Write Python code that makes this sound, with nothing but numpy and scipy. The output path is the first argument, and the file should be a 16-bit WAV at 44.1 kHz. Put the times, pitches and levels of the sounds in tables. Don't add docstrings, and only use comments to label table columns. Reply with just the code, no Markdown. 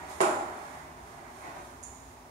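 import numpy as np
import sys
import numpy as np
from scipy import signal
from scipy.fft import rfft, irfft, next_fast_len
from scipy.io import wavfile

SR = 44100
rng = np.random.default_rng(int(sys.argv[2]) if len(sys.argv) > 2 else 0)


def master_out(mix):
    frames = np.transpose(np.atleast_2d(mix))
    ceiling = np.clip(frames, -1, 1)
    pcm = np.round(ceiling * 32767).astype(np.int16)
    wavfile.write(sys.argv[1], SR, pcm)


N = 101429
TIME = np.arange(N) / SR
FFT_SIZE = next_fast_len(N + SR // 10)
FFT_HZ = np.fft.rfftfreq(FFT_SIZE, 1 / SR)
LN_1000 = np.log(1000)

# t/s, level/dB (levels in all tables are relative)
IMPACTS = [(0.205, 2.5), (0.2111, -6.5), (.2222, -10.5), (0.2301, -9), (0.2451, -12)]
# f/Hz, level/dB, T60/s
IMPACT_MODES = [(242, -28, .12), (355, -27.5, 0.072), (388.8, -20, 0.093), (633.5, -18, 0.066),
                (700, -27, .06), (756, -17, 0.026), (829, -8.5, 0.021), (910, -14, 0.024),
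                (1040, -13, 0.018), (1280, -26, 0.035), (1402, -24, 0.024), (1853, -44, 0.069),
                (2233, -34.5, 0.042)]
# f/Hz, level/dB
CRACK_SPECTRUM = [(60, -34), (140, -30), (280, -4.5), (380, -29), (500, -3.5), (900, 11.5), (1500, 1),
                  (2500, -6), (3100, -14.5), (4500, -14), (10000, -19.5), (15000, -43)]
def knock(crack_db=11.5, scatter_db=0.5):
    sound = from_db(crack_db) * colour(clicks(IMPACTS), CRACK_SPECTRUM)
    times, levels = np.transpose(IMPACTS)
    for hz, db, t60 in IMPACT_MODES:
        delay = rng.random(len(times)) / hz
        delay[0] = 0
        scatter = scatter_db * rng.standard_normal(len(times))
        sound = sound + ring(clicks(zip(times + delay, levels + scatter)), [(hz, db, t60)])
    return low_cut(sound, hz=352)

# f/Hz, level/dB, T60/s
BOARD_MODES = [(302, -26, 0.054), (368.7, -20, 0.22)]
def thump():
    return low_cut(ring(clicks(IMPACTS[:1]), BOARD_MODES), hz=352)

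# t/s, level/dB
SETTLING_TAPS = [(.368, -7), (.381, -6), (.4085, 0)]
# f/Hz, level/dB, T60/s
SETTLING_MODES = [(750, -29, .04), (900, -38, .02)]
def settling():
    return low_cut(ring(clicks(SETTLING_TAPS), SETTLING_MODES), hz=360)

# f/Hz, level/dB
RATTLE_SPECTRUM = [(1500, -3), (3000, -4.5), (4200, 0), (5500, -20), (7000, 2.5), (10000, -5.5),
                   (12000, -12), (15000, -33)]
# t/s, level/dB
SLIPS = [(1.8290, -8), (1.8319, -8), (1.8363, 1), (1.8402, -4.5), (1.8446, -13), (1.8508, -9)]
# f/Hz, level/dB, T60/s
SWIVEL_MODES = [(5400, -43, .004), (6600, -26, .005), (7100, -24.5, .005), (8700, -34, .004),
                (9700, -34, .004)]
def swivel(rattle_db=-21, centre_s=.215, width_s=.0032):
    shake = np.exp(-.5 * ((TIME - centre_s) / width_s) ** 2)
    rattle = colour(rms_one(grains(per_s=830)) * shake, RATTLE_SPECTRUM)
    return from_db(rattle_db) * rattle + ring(clicks(SLIPS), SWIVEL_MODES)

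# t/s, level/dB
RUB_ENVELOPE = [(0, -41), (.11, -41.5), (.17, -47), (.4, -43), (.72, -44.5), (.93, -51), (1.16, -47.5),
                (1.36, -49.5), (1.46, -38.5), (1.5, -49), (1.56, -42), (1.62, -58.5), (1.9, -55.5),
                (2.3, -83)]
SWISH_ENVELOPE = [(0, -66), (.06, -58.5), (.1, -45.5), (.18, -61), (.45, -60.5), (.6, -57.5), (.76, -57.5),
                  (.9, -77), (1.0, -63), (1.12, -60), (1.22, -73), (1.36, -55.5), (1.5, -62.5), (1.65, -57),
                  (1.76, -66), (2.09, -61.5), (2.25, -98)]
# f/Hz, level/dB
RUB_SPECTRUM = [(60, -50.5), (150, 0.5), (260, -7), (360, -0.5), (510, -8.5), (650, 2), (950, 2),
                (1300, -4.5), (2150, -8.5), (3000, -19), (5000, -26.5), (12000, -37)]
SWISH_SPECTRUM = [(1500, -32), (3500, 11.5), (5000, 4), (7000, 10), (10000, 5.5), (12500, 3.5),
                  (15500, -19)]
# t/s, level/dB
HEAD_CATCHES = [(1.437, 0), (1.474, 0), (1.562, 0), (1.601, -19.5)]
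def sliding():
    rub = rms_one(colour(grains(per_s=1500), RUB_SPECTRUM)) * envelope(RUB_ENVELOPE)
    swish = rms_one(colour(rng.standard_normal(N), SWISH_SPECTRUM)) * envelope(SWISH_ENVELOPE)
    return rub + swish + colour(clicks(HEAD_CATCHES), RUB_SPECTRUM)

def direct(x, left_lag_s=.00032):
    return np.array([np.interp(TIME - left_lag_s, TIME, x), x])

# f/Hz, T60/s
REVERB_TIMES = [(100, 0.27), (350, 0.89), (800, 0.84), (1400, 1.0), (2500, 0.68), (7000, 0.71),
                (13000, 0.58)]
def room(x, early_db=-11, early_t60_s=0.047):
    spectrum = rfft(diffuse_noise(), FFT_SIZE)
    centres, t60s = np.transpose(REVERB_TIMES)
    tail = 0
    for share, t60 in zip(np.eye(len(centres)), t60s):
        band_gain = at_hz(np.column_stack([centres, share]), FFT_HZ)
        band = irfft(spectrum * band_gain, FFT_SIZE)[:, :N]
        tail = tail + band * np.exp(-LN_1000 * TIME / t60) * np.sqrt(2 * LN_1000 / SR)
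    early = diffuse_noise() * np.exp(-LN_1000 * TIME / early_t60_s)
    response = tail + from_db(early_db) * rms_one(early) / np.sqrt(N)
    return signal.fftconvolve(x[None], response, axes=1)[:, :len(x)]

def moving_room(x, spots=3):
    lead = SR // 10
    x = np.concatenate([x[lead:0:-1], x])
    place = np.linspace(0, 4 * np.pi, len(x))
    echo = sum(room(x * np.cos(place + np.pi * k / spots)) for k in range(spots))
    return echo[:, lead:] * np.sqrt(2 / spots)

# f/Hz, level/dB
VENTILATION_SPECTRUM = [(18, -63), (30, -50), (42, -4), (62, 5.5), (90, 2.5), (120, -3), (155, -1.5),
                        (200, -15), (256, 4), (305, -14.5), (358, -1.5), (420, -6), (520, -8), (700, -3.5),
                        (950, -1.5), (1400, -12), (2100, -14), (3200, -23), (9000, -27.5), (15000, -43.5)]
def ventilation():
    return rms_one(colour(diffuse_noise(), VENTILATION_SPECTRUM))

# f/Hz, correlation
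CORRELATION = [(60, 0.98), (350, .9), (600, 0.62), (950, -0.062), (1500, -.55), (2200, 0.17),
               (4000, -0.013), (6000, 0.016)]
def diffuse_noise():
    mid, side = rfft(rng.standard_normal((2, FFT_SIZE)))
    alike = at_hz(CORRELATION, FFT_HZ)
    pair = np.sqrt(1 + alike) * mid + np.sqrt(1 - alike) * side * [[1], [-1]]
    return rms_one(irfft(pair, FFT_SIZE)[:, :N])

def ring(x, modes):
    sound = 0
    for k, (hz, db, t60) in enumerate(modes):
        radius, angle = np.exp(-LN_1000 / (t60 * SR)), 2 * np.pi * hz / SR
        mode = signal.lfilter([0, np.sin(angle)], [1, -2 * radius * np.cos(angle), radius ** 2], x + 1e-18)
        sound = sound + (-1) ** k * from_db(db) * mode
    return sound

def grains(per_s, spread_db=3):
    size = from_db(-spread_db * np.clip(rng.standard_normal(N), -2, 2)) * rng.choice([-1, 1], N)
    return size * (rng.random(N) < per_s / SR)

def clicks(rows):
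    train = np.zeros(N)
    for t, db in rows:
        train[int(t * SR)] += from_db(db)
    return train

def low_cut(x, hz):
    return signal.sosfilt(signal.butter(2, hz, "high", fs=SR, output="sos"), x)

def colour(x, points):
    size = 2 * next_fast_len(N)
    gain = from_db(at_hz(points, np.fft.rfftfreq(size, 1 / SR)))
    cepstrum = irfft(np.log(gain))
    cepstrum[1:size // 2] *= 2
    cepstrum[size // 2 + 1:] = 0
    return irfft(rfft(x, size) * np.exp(rfft(cepstrum)))[..., :x.shape[-1]]

def at_hz(points, hz):
    f, value = np.transpose(points)
    return np.interp(np.log(np.maximum(hz, 1)), np.log(f), value)

def envelope(points):
    return from_db(np.interp(TIME, *np.transpose(points)))

def from_db(db):
    return 10 ** (np.asarray(db) / 20)

def rms_one(x):
    return x / np.sqrt(np.mean(x ** 2) + 1e-20)

def scene():
    slide, hit, taps, joint = sliding(), knock(), settling(), swivel()
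    tool = from_db(-15) * slide + from_db(-11.5) * hit + from_db(5) * taps + from_db(-4.5) * joint
    air = from_db(-50) * ventilation()
    echo = room(hit + taps) + room(joint) + moving_room(slide)
    return direct(tool + thump()) + echo + air

# f/Hz, level/dB
RIGHT_EXCESS = [(500, 0), (800, -1), (1300, 6.5), (2000, 6.5), (2800, -1.5), (4200, -1.5), (5300, 11),
                (7000, 13), (9500, 17), (12500, 4.5), (15000, 0.5)]
# f/Hz, level/dB
RESPONSE_DIPS = [(440, -0.5), (515, -5), (570, -0.5), (7450, -1.5), (7800, -14.5), (8150, -2.5)]
def record(dry, hiss_db=-65, cutoff_hz=15700):
    left = colour(dry[0], [(hz, -db / 2) for hz, db in RIGHT_EXCESS])
    right = colour(dry[1], [(hz, db / 2) for hz, db in RIGHT_EXCESS])
    pair = colour(np.array([left, right]), RESPONSE_DIPS)
    hiss = from_db(hiss_db) * rng.standard_normal((2, N))
    return signal.sosfilt(signal.ellip(12, .1, 80, cutoff_hz, fs=SR, output="sos"), pair + hiss)

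dry = scene()
out = record(dry)
master_out(out)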